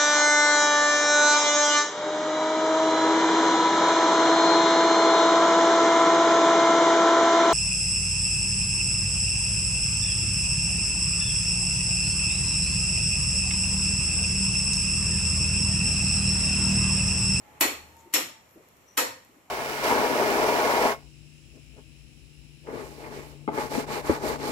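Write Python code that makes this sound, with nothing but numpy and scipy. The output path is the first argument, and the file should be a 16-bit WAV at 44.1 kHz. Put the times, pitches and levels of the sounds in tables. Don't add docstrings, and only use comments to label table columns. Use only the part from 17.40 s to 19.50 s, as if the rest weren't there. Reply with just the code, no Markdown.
import sys
import numpy as np
from scipy import signal
from scipy.fft import rfft, irfft
from scipy.io import wavfile
from scipy.ndimage import uniform_filter1d

SR = 44100
rng = np.random.default_rng(int(sys.argv[2]) if len(sys.argv) > 2 else 0)


def invert_db(x):
    u = np.asarray(x, float) / 20
    return 10 ** u


def master_out(mix):
    frames = np.transpose(np.atleast_2d(mix))
    ceiling = np.clip(frames, -1, 1)
    pcm = np.round(ceiling * 32767).astype(np.int16)
    wavfile.write(sys.argv[1], SR, pcm)


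N = 92610


def rms(z):
    return np.sqrt(np.mean(abs(z) ** 2))


def evened(x):
    return x / np.sqrt(np.mean(x ** 2) + 1e-20)


def read(points, hz):
    f, value = np.transpose(points)
    return np.interp(np.log(hz + 1), np.log(f + 1), value)


def add(mix, s, sound):
    part = mix[:, round(s * SR):][:, :sound.shape[1]]
    part += sound[:, :part.shape[1]]


def colour(x, db_of):
    db = np.maximum(db_of(abs(np.fft.fftfreq(4096, 1 / SR))), -100)
    spectrum = np.exp(np.conj(signal.hilbert(np.log(invert_db(db)))))
    taps = np.fft.ifft(spectrum).real[..., :2048]
    return signal.fftconvolve(x, np.atleast_2d(taps), axes=1)[:, :x.shape[1]]


def diffuse(count, gain):
    # f/Hz, correlation
    likeness = [(60, 1), (150, 0.57), (350, 1), (650, 0.21), (1100, -0.12), (2400, 0.12), (6000, -0.037),
                (15000, -0.0063)]
    frames = count // 128 + 6
    hz = np.fft.rfftfreq(512, 1 / SR)[:, None]
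    a, b, c, d = rng.standard_normal((frames, 257, 4)).T
    same = np.clip(read(likeness, hz), -1, 1)
    left = a + 1j * b
    right = same * left + np.sqrt(abs(1 - same ** 2)) * (c + 1j * d)
    z = np.array([left, right]) * gain(hz, np.arange(frames) * 128 / SR)
    return signal.istft(z, nperseg=512, noverlap=384)[1][:, :count]


def hiss():
    # f/Hz, density/dB per Hz
    flame = [(20, -27), (87, -4), (300, -8), (900, -9), (2500, -14.5), (3600, -22), (7000, -21.5),
             (15500, -30)]
    # t/s, level/dB, treble/dB
    course = [(0, -57, -1.5), (.18, -52.5, -5.5), (.3, -53.5, 3), (.7, -58.5, -0.5), (1.1, -58.5, -1.5),
              (1.3, -59, 0.5), (1.5, -59, 0), (1.85, -59, 1), (2.1, -60.5, -1)]
    x = evened(diffuse(count=N, gain=lambda hz, s: 1))
    x = evened(colour(x, lambda hz: read(flame, hz)))
    s, db, treble_db = np.transpose(course)
    t = np.arange(N) / SR
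    low = signal.sosfiltfilt(signal.butter(2, 3000, fs=SR, output="sos"), x)
    treble = (x - low) * invert_db(np.interp(t, s, treble_db))
    return (low + treble) * invert_db(np.interp(t, s, db))


def fuzzy(seconds, hz, width, steady=0):
    t = np.arange(-.2, seconds, 1 / SR)
    r = np.exp(-np.pi * abs(width) / SR)
    real, imag = rng.standard_normal((2, 2, len(t)))
    noise = real + 1j * imag
    noise = noise + 2.6 * noise[0]
    slow = signal.lfilter([1], np.convolve([1, -r], [1, -r]), noise)
    slow = (1 - steady) * slow / rms(slow) + steady
    keep = t >= 0
    return t[keep], evened((slow * np.exp(2j * np.pi * hz * t)).real[:, keep])


def tone(start, peak, end, hz, db, width):
    t, x = fuzzy(end - start, hz, width, steady=.45 * (width < 24.5))
    swell = np.interp(t, [0, peak - start, end - start], [0, 1, 0])
    cut = round(max(-start, 0) * SR)
    return max(start, 0), (invert_db(db) * x * swell)[:, cut:]


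def thud(s, db, hz, length):
    t, x = fuzzy(4 * length, hz, .35 * hz)
    return s, invert_db(db) * x * (1 - np.exp(-t / 0.0056)) * np.exp(-t / length)


def room(direct_db):
    # f/Hz, t60/s
    kitchen = [(200, 0.29), (530, 0.34), (1400, 0.38), (3700, 0.39), (8000, 0.33), (14000, 0.26)]
    # left delay/s, right delay/s, level/dB
    echoes = [(.0007, .0010, -17), (.0022, .0017, -6), (.0029, .0031, -19), (.0043, .0038, -24),
              (.0095, .0102, -19)]
    late_db, late_stretch = -48, 3.9
    bass_build_s, build_s = 0.029, 0.00053

    def decay(hz, s):
        t60 = read(kitchen, hz)
        build = 1 - np.exp(-(s + .001) * (hz + 1) / 300 / bass_build_s)
        return build * (invert_db(-60 * s / t60) + invert_db(late_db - 60 * s / (late_stretch * t60)))

    tail = diffuse(count=30000, gain=decay)
    tail = tail * (1 - np.exp(-np.arange(30000) / SR / build_s))
    early = np.zeros_like(tail)
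    early[:, 0] = invert_db(direct_db)
    for k, (left, right, db) in enumerate(echoes):
        early[[0, 1], [round(left * SR), round(right * SR)]] += (-1) ** k * invert_db(db - 3)
    early = signal.lfilter(*signal.butter(1, 1500, "high", fs=SR), early)
    return tail / np.sqrt((tail ** 2).sum(1).mean()) + early


def blow(s, db, lead, graze_db, tint, rings):
    ring_db, near_ring_db, direct_db = -5.5, -14.5, -14.5
    swell_s, spread_s, pair = .004, .0012, .004
    t = np.arange(-.012, .4, 1 / SR)
    after = np.maximum(t, 0)
    graze = invert_db(graze_db - 14) * rng.standard_normal(len(t)) * np.clip(1 + t / lead, 0, 1) * (t < 0)
    crack = 1. * (np.arange(len(t)) == np.argmax(t >= 0))

    ring = np.zeros(len(t))
    for hz, mode_db, t60 in rings:
        t60 = min(t60, max(140 / hz, .035))
        beat = np.cos(np.pi * pair * hz * after)
        ring += invert_db(mode_db - 60 * after / t60) * np.sin(2 * np.pi * hz * after) * beat / np.sqrt(t60)
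    ring = ring / np.linalg.norm(ring)

    hit = colour(np.array([crack, graze]), lambda hz: read(tint, hz))
    f = np.fft.rfftfreq(len(t), 2)
    spread = np.exp(-1j * np.pi * spread_s * SR * 8 * f ** 2)
    hit = irfft(rfft(hit) * spread, len(t))
    crack, graze = hit / np.linalg.norm(hit)

    heard = invert_db(near_ring_db) * np.pad(ring * (1 - np.exp(-after / swell_s)), (0, len(t)))
    for x in (crack, graze + invert_db(ring_db) * ring):
        heard = heard + signal.fftconvolve(x[None], room(direct_db), axes=1)[:, :2 * len(t)]
    low_cut = signal.butter(5, 215, "high", fs=SR, output="sos")
    return s - .012, invert_db(db) * 40 * signal.sosfilt(low_cut, heard)


def knock(s, db, hz, rise):
    t = np.arange(0, 8 * rise, 1 / SR)
    swing = np.sin(2 * np.pi * hz * t) * (t / rise * np.exp(1 - t / rise)) ** 2
    return s, invert_db(db) * np.array([[1], [.8]]) * swing


def tick(s, db, pan_db):
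    # f/Hz, level/dB
    pop = [(200, -50), (1000, -14), (3000, 0), (6000, 9), (9000, 0), (12000, 9), (16000, 0)]
    faint = np.r_[1, invert_db(-9) * np.ones(29999)]
    click = colour(room(0.0) * faint, lambda hz: read(pop, hz))
    return s, invert_db(db - 2) * invert_db([[pan_db / 2], [-pan_db / 2]]) * click


def scene():
    # start t/s, peak t/s, end t/s
    spans = [(-.5, .3, .6), (.48, .52, .95), (.85, .96, 1.03), (.57, .6, .66), (1.09, 1.13, 1.19),
             (-.05, .4, .7), (1.455, 1.5, 1.575), (.568, .6, .65), (.36, .45, .54), (1.57, 1.63, 1.74),
             (1.6, 1.7, 1.78), (.74, .84, .92), (2.07, 2.1, 2.13)]
    # f/Hz, level/dB, width/Hz
    tones = [(843, -59, 20), (908, -57.5, 22), (893, -61, 24), (12500, -74, 2600), (12000, -71, 2500),
             (77, -58, 9), (5850, -60, 230), (6800, -63, 2200), (35, -68, 25), (40, -67, 30),
             (110, -63, 40), (170, -58, 60), (850, -58, 300)]
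    # t/s, level/dB, f/Hz, length/s
    thuds = [(.083, -53, 840, .012), (.65, -50, 370, .035), (1.155, -43, 345, .022), (1.165, -52, 600, .02),
             (1.195, -52, 480, .025), (1.89, -56, 290, .04), (1.955, -53, 310, .03)]
    # t/s, level/dB, graze lead/s, graze level/dB
    blows = [
        (0.2087, -19, 0.0071, -31),
        (0.738, -21, 0.054, -35.5),
        (1.5755, -21, 0.0067, -8.5),
    ]
    # f/Hz, density/dB per Hz
    colours = [
        [(190, -20), (270, 1.3), (600, -2), (1200, -2.5), (2400, -5.5), (4500, -10), (8000, -8.5), (14500, -14)],
        [(185, -25), (270, -9), (600, -9), (1200, -7.5), (2400, -6.5), (4500, -10.5), (8000, -9.5),
         (14500, -18.5)],
        [(185, -26), (270, -5.5), (600, -2), (2000, -2), (3200, -10.5), (4500, -7), (8000, -8.5), (14500, -15)],
    ]
    # f/Hz, level/dB, t60/s
    modes = [
        [(269.7, -6.5, 0.23), (310, -10.5, 0.052), (370, -12, 0.13), (500, -14, 0.14), (932, -7, 0.26),
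         (1097, -7.5, 0.13), (1946, -4.5, 0.12), (2278, -3.5, .04), (2398, -2.5, .05), (2542, -2, 0.068),
         (4335, 0, 0.02), (7030, -6, 0.042), (12000, -5, 0.066), (13440, -6, 0.056)],
        [(256, -18.5, 0.28), (276.5, -4.5, 0.16), (316, 0, 0.057), (518, -9, 0.13), (570, -10.5, 0.15),
         (1230, -7, 0.16), (1926, -4, 0.095), (2360, -5, 0.06), (4180, -24, .05), (5480, 4.5, 0.03),
         (7040, -2, 0.027), (10600, -5, .04), (11640, -24, 0.05), (13100, 1.5, 0.026)],
        [(266, 0, 0.13), (293, 0, .13), (478, -11, 0.15), (520.7, 8, 0.1), (571.5, -7, 0.17), (914, 3, 0.19),
         (1290, -15, 0.081), (1952, 1.5, 0.025), (2574, -1.5, 0.088), (3780, -19, 0.04), (4350, 0.5, 0.025),
         (5410, -1.5, 0.05), (7240, -18, .05), (12760, -8, 0.05)],
    ]
    # t/s, level/dB, f/Hz, time to peak/s
    knocks = [(0.2079, -25.5, 310, .006), (.249, -30.5, 291, 0.0063), (0.7395, -35.5, 297, 0.0053),
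              (.772, -32.5, 518, 0.0089), (1.575, -30.5, 281, 0.0079), (0.2092, -20, 2490, 0.0026),
              (.742, -35, 1208, 0.0033), (1.578, -25.5, 1317, 0.007)]
    # t/s, peak level/dB, pan/dB
    ticks = [(.5681, -39, 4), (1.0929, -45, 6), (1.1104, -44, 5), (1.2875, -41, 4), (1.3688, -45, 5),
             (1.4222, -47, 3), (1.8497, -40, 5)]
    mix = hiss()
    for row, tint, rings in zip(blows, colours, modes):
        add(mix, *blow(*row, tint, rings))
    for source, rows in ((tone, np.c_[spans, tones]), (thud, thuds), (knock, knocks), (tick, ticks)):
        for row in rows:
            add(mix, *source(*row))
    return mix


def thin(x):
    hz, _, z = signal.stft(x, SR, nperseg=1024)
    hz = hz[:, None]
    power = (abs(z) ** 2).mean(0) + 1e-20
    bands = 10 * np.log10(power[:512].reshape(64, 8, -1).mean(1))
    luck = evened(uniform_filter1d(rng.standard_normal(bands.shape), size=4, axis=1))
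    bands, luck = np.repeat(bands, 8, axis=0), np.repeat(luck, 8, axis=0)
    level = 10 * np.log10(power.sum(0))
    loudness = np.maximum(level - np.median(level), 0)

    rise = (1.8 + .08 * loudness) * (hz[:512] > 8500)
    floor = uniform_filter1d(bands, size=120, axis=0) - 6.8 + rise + 1.8 * luck
    keep = (bands > floor) | (hz[:512] < 3400)
    attack = np.diff(level, prepend=0) > 19
    top = np.where(attack, 16000, 15550 - 16 * loudness)
    keep = np.r_[keep, keep[-1:]] / (1 + (hz / top) ** 150)
    return signal.istft(z * keep, SR, nperseg=1024)[1][:, :N]


def low_pass(x):
    return signal.sosfilt(signal.butter(12, 16460, fs=SR, output="sos"), x)


def record(dry):
    # f/Hz, width/Hz, level/dB
    bumps = [(1570, 116, -4.5), (3760, 110, -1.5), (4830, 126, -8), (6437, 188, -8.5), (6760, 420, 4),
             (8984, 230, -4), (9790, 250, -8), (11260, 80, -4.5), (12410, 1320, 6), (13800, 250, -3)]
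    # f/Hz, left minus right/dB
    tilt = [(60, 3), (150, -1), (640, 2.5), (1400, -2), (3100, -2), (6800, 4), (10000, 5.5), (13000, -1.5)]

    def response(hz):
        body = sum(db * np.exp(-((hz - f) / width) ** 2 / 2) for f, width, db in bumps)
        return body + np.array([[.5], [-.5]]) * read(tilt, hz)

    return low_pass(thin(colour(dry, response)))


dry = scene()
out = record(dry)
master_out(out)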